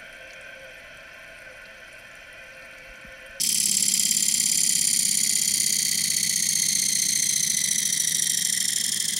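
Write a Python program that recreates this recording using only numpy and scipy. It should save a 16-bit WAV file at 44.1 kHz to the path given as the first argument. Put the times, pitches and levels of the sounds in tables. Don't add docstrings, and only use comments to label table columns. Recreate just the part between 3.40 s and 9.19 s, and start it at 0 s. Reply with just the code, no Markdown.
import sys
import numpy as np
from scipy import signal
from scipy.fft import rfft, irfft, next_fast_len
from scipy.io import wavfile
from scipy.ndimage import map_coordinates

SR = 44100
rng = np.random.default_rng(int(sys.argv[2]) if len(sys.argv) > 2 else 0)


def pcm_store(signal):
    levels = np.round(np.clip(np.atleast_2d(signal), -1, 1) * 32767)
    wavfile.write(sys.argv[1], SR, levels.astype(np.int16).T)


N = 255339

# time_s, speed_turns_per_s
SHAFT_SPEED = [(0.0, 18.1406), (0.725, 17.4145), (1.45, 16.7567), (2.175, 16.1883), (2.9, 15.5147),
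               (3.625, 14.8566), (4.35, 13.9996), (5.075, 13.0208), (5.8, 12.035)]
MARK_OVERTONES = [2.27, 7.2, 6.85, 5.7, 2.8, 1.9, 1.3, 4, 8.3]
# bumps_per_turn, relative_level_db
GRIT_SPECTRUM = [(60, -16), (105, -11), (135, -2), (178, -1.5), (215, -5.5), (260, 2), (350, -2.5),
                 (640, -2.5), (900, -3.5), (1300, -6.5), (2000, -7)]
# pitch_hz, width_hz, level_db
DISC_MODES = [(2010, 232, 6), (3197, 148, 9), (3846, 850, 0.5), (4502, 750, 4.5), (5270, 590, -1),
              (5810, 396, 7.5), (6280, 337, 8), (7240, 570, 5.5), (8390, 300, 6), (9466, 660, 7),
              (10160, 1640, 1.5), (12900, 470, -2.5), (13270, 960, -4), (14600, 760, -11),
              (15900, 900, -11)]
SHAFT_SHAKE = [0, 4, 4, -2, 0, 7, 4, -0.5, 3, -0.5, -2, -1.5, -3.5, -0.5, -4, -5, -3.5]
# pitch_hz, width_hz, level_db
TABLE_MODES = [(110.4, 7.6, -7), (150.4, 11, -6.5), (167.3, 9.2, -2.5), (197.3, 12.2, 1), (223, 23, -3),
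               (291, 98, -11)]
# place_turns, half_width_turns, level_db, overtone_brought_out_most
ROUGH_SPOTS = [(0.111, 0.041, 8.5, 5.03), (.177, 0.073, 5.5, 6), (0.214, 0.049, 6, 0.87),
               (0.324, .024, 13, 0.66), (.326, 0.031, 9, 17.4), (.374, 0.14, -1, 1.48),
               (.404, 0.029, 11.5, 10.1), (0.575, 0.029, 4.5, 1.06), (0.621, 0.033, 5.5, 5.3),
               (0.7, .021, -7, 0.76), (.761, 0.12, 4.3, 1.2), (0.766, 0.055, 8.5, 6.74)]
# pitch_hz, t60_s
WALL_DECAY = [(200, 0.43), (2000, 0.19), (5000, 0.017), (10000, 0.11)]
# pitch_hz, relative_density_db
AIR_SPECTRUM = [(12, -50), (25, -22), (55, 0.5), (120, -17), (250, -9.5), (400, 1.5), (650, -2), (920, -8),
                (1100, -5), (1230, -12.5), (1500, -5.5), (2000, -12.5), (3300, -120)]
# pitch_hz, correlation
AIR_CORRELATION = [(25, .3), (60, 0.31), (150, 0.2), (500, 0.22), (1200, 0.67)]
# pitch_hz, level_db
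ROOM_TONES = [(349.9, -63), (764.4, -74), (829.0, -72.5), (1082, -71.5), (1147, -72.5), (1270, -70.5)]

START_TURN = .4543
MARKS = 142
RIM_POINTS = 4096
SCRAPE_DB, SPEED_POWER = -28, 1.21
SMOOTH_DB, REACH_OCTAVES = -12.5, 1.26
HUM_DB, HUM_POWER = -49.5, 0.5
WALLS_DB = -16
TOP_HZ = 15830


def rasp(grit_db=-1.21, memory_turns=12, fresh=0.59):
    place = np.arange(RIM_POINTS) / RIM_POINTS
    wear = [worn(place, overtone) for overtone in (1, 2, 3.5, 7)]
    marks = tool_marks(place, wear, memory_turns)
    grit = rim_grit(wear, memory_turns, fresh)
    rim = unit(marks) + amp(grit_db) * unit(grit)
    turn = shaft_turns()
    force = map_coordinates(rim, [turn, turn % 1 * RIM_POINTS], mode="grid-wrap")
    press = amp(SCRAPE_DB) * speed_ratio() ** SPEED_POWER
    return filtered(press * force, modes(DISC_MODES, steep=1.5))


def tool_marks(place, wear, memory_turns, patch_db=4.0, slip_rad=1.66):
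    def patch(width, turns):
        return track(turns, .1, lambda order: np.exp(-(order / width) ** 2))

    marks = 0
    for k, db in enumerate(MARK_OVERTONES):
        group = [0, 1, 2, 2, 3, 3, 3, 3, 3][k]
        wander = slip_rad * (1 + .17 * k) * patch(10, 40 / (k + 1) + 8)
        depth = amp(db + patch_db * patch(16, memory_turns)) * wear[group]
        marks = marks + depth * np.cos(2 * np.pi * (k + 1) * MARKS * place + wander)
    return marks


def rim_grit(wear, memory_turns, fresh, even=0.72):
    bumps = rfft(track(memory_turns, fresh, lambda order: amp(along(GRIT_SPECTRUM, order))))
    size = np.digitize(np.arange(bumps.shape[1]) / MARKS, [1.17, 2.5, 4.5])
    return sum(rough ** even * irfft(bumps * (size == g)) for g, rough in enumerate(wear))


def worn(place, overtone):
    rough = amp(SMOOTH_DB)
    for at, width, db, best in ROUGH_SPOTS:
        distance = (place - at + .5) % 1 - .5
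        octaves = np.log2(overtone / best)
        rough = rough + amp(db) * np.exp(-(distance / width) ** 2 - (octaves / REACH_OCTAVES) ** 2)
    return rough


def track(memory_turns, fresh, shape):
    noise = rng.standard_normal((130, RIM_POINTS))
    old = signal.lfilter([1], [1, -np.exp(-1 / memory_turns)], noise, axis=0)[-100:]
    bumps = unit(old) + fresh * rng.standard_normal(old.shape)
    return unit(irfft(rfft(bumps) * shape(np.arange(RIM_POINTS // 2 + 1)), RIM_POINTS))


def hum(rumble_db=-3):
    turn = shaft_turns()
    shake = 0
    for k, db in enumerate(SHAFT_SHAKE, 5):
        waver = amp(2 * wobble(2.5)) * np.exp(.35j * wobble(5) + 2j * np.pi * rng.random())
        shake = shake + amp(db) * np.real(waver * np.exp(2j * np.pi * k * turn))
    rumble = unit(filtered(rng.standard_normal(N), lambda hz: (hz < 450) * modes(TABLE_MODES)(hz)))
    fade = speed_ratio() ** HUM_POWER
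    return amp(HUM_DB) * fade * (filtered(shake, modes(TABLE_MODES)) + amp(rumble_db) * rumble)


def shaft_turns():
    return START_TURN + np.cumsum(curve(SHAFT_SPEED)) / SR


def speed_ratio():
    return curve(SHAFT_SPEED) / SHAFT_SPEED[0][1]


def thud(start_s=2.06, pitch_hz=72, level_db=-48, rise_s=0.041, t60_s=0.94):
    t = np.clip(np.arange(N) / SR - start_s, 0, None)
    envelope = amp(level_db - 60 * t / t60_s) * (1 - np.exp(-t / rise_s))
    return envelope * np.sin(2 * np.pi * pitch_hz * t)


def walls(x):
    hz, t, z = signal.stft(rng.standard_normal((2, SR // 2)), SR, nperseg=256)
    decay = amp(-60 * t / along(WALL_DECAY, hz)[:, None])
    tail = signal.istft(z * decay, SR, nperseg=256)[1]
    delayed = np.pad(x, (300, 0))[None]
    return signal.fftconvolve(delayed, tail / np.linalg.norm(tail[0]), axes=1)[:, :N]


def air(level_db=-55):
    def mid_side(hz):
        split = np.arccos(np.clip(along(AIR_CORRELATION, hz), -1, 1)) / 2
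        return amp(along(AIR_SPECTRUM, hz)) * [np.cos(split), np.sin(split)]

    mid, side = filtered(rng.standard_normal((2, N)), mid_side)
    return amp(level_db) * unit(np.array([mid + side, mid - side]))


def room_tones():
    t = np.arange(N) / SR
    return sum(amp(db + 3 * wobble(4)) * np.sin(2 * np.pi * hz * t + 2 * wobble(5)) for hz, db in ROOM_TONES)


def modes(table, steep=1):
    def response(f):
        power = 0
        for centre, width, db in table:
            damping = (f * width) ** 2
            power = power + amp(2 * db) * damping / ((centre * centre - f * f) ** 2 + damping)
        power = power ** steep
        cepstrum = irfft(np.log(power + 1e-12) / 2)
        cepstrum[1:len(f) - 1] *= 2
        cepstrum[len(f):] = 0
        return np.exp(rfft(cepstrum))
    return response


def filtered(x, response):
    m = next_fast_len(N + SR // 2)
    return irfft(rfft(x, m) * response(np.fft.rfftfreq(m, 1 / SR)), m)[..., :N]


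def wobble(rate):
    return map_coordinates(rng.standard_normal(400), [np.arange(N) * rate / SR], mode="grid-wrap")


def curve(rows):
    return np.interp(np.arange(N) / SR, *np.transpose(rows))


def along(points, hz):
    f, v = np.transpose(points)
    return np.interp(np.log(hz + 1), np.log(f + 1), v)


def amp(db):
    return 10 ** (np.asarray(db) / 20)


def unit(x):
    return x / np.sqrt(np.mean(np.abs(x) ** 2) + 1e-20)


def scene():
    direct = rasp() + hum() + thud()
    left_right = amp([[-.1], [.1]])
    return direct * left_right + amp(WALLS_DB) * walls(direct) + air() + room_tones()


def record(dry):
    return filtered(dry, lambda hz: hz < TOP_HZ)


dry = scene()
out = record(dry)
pcm_store(out)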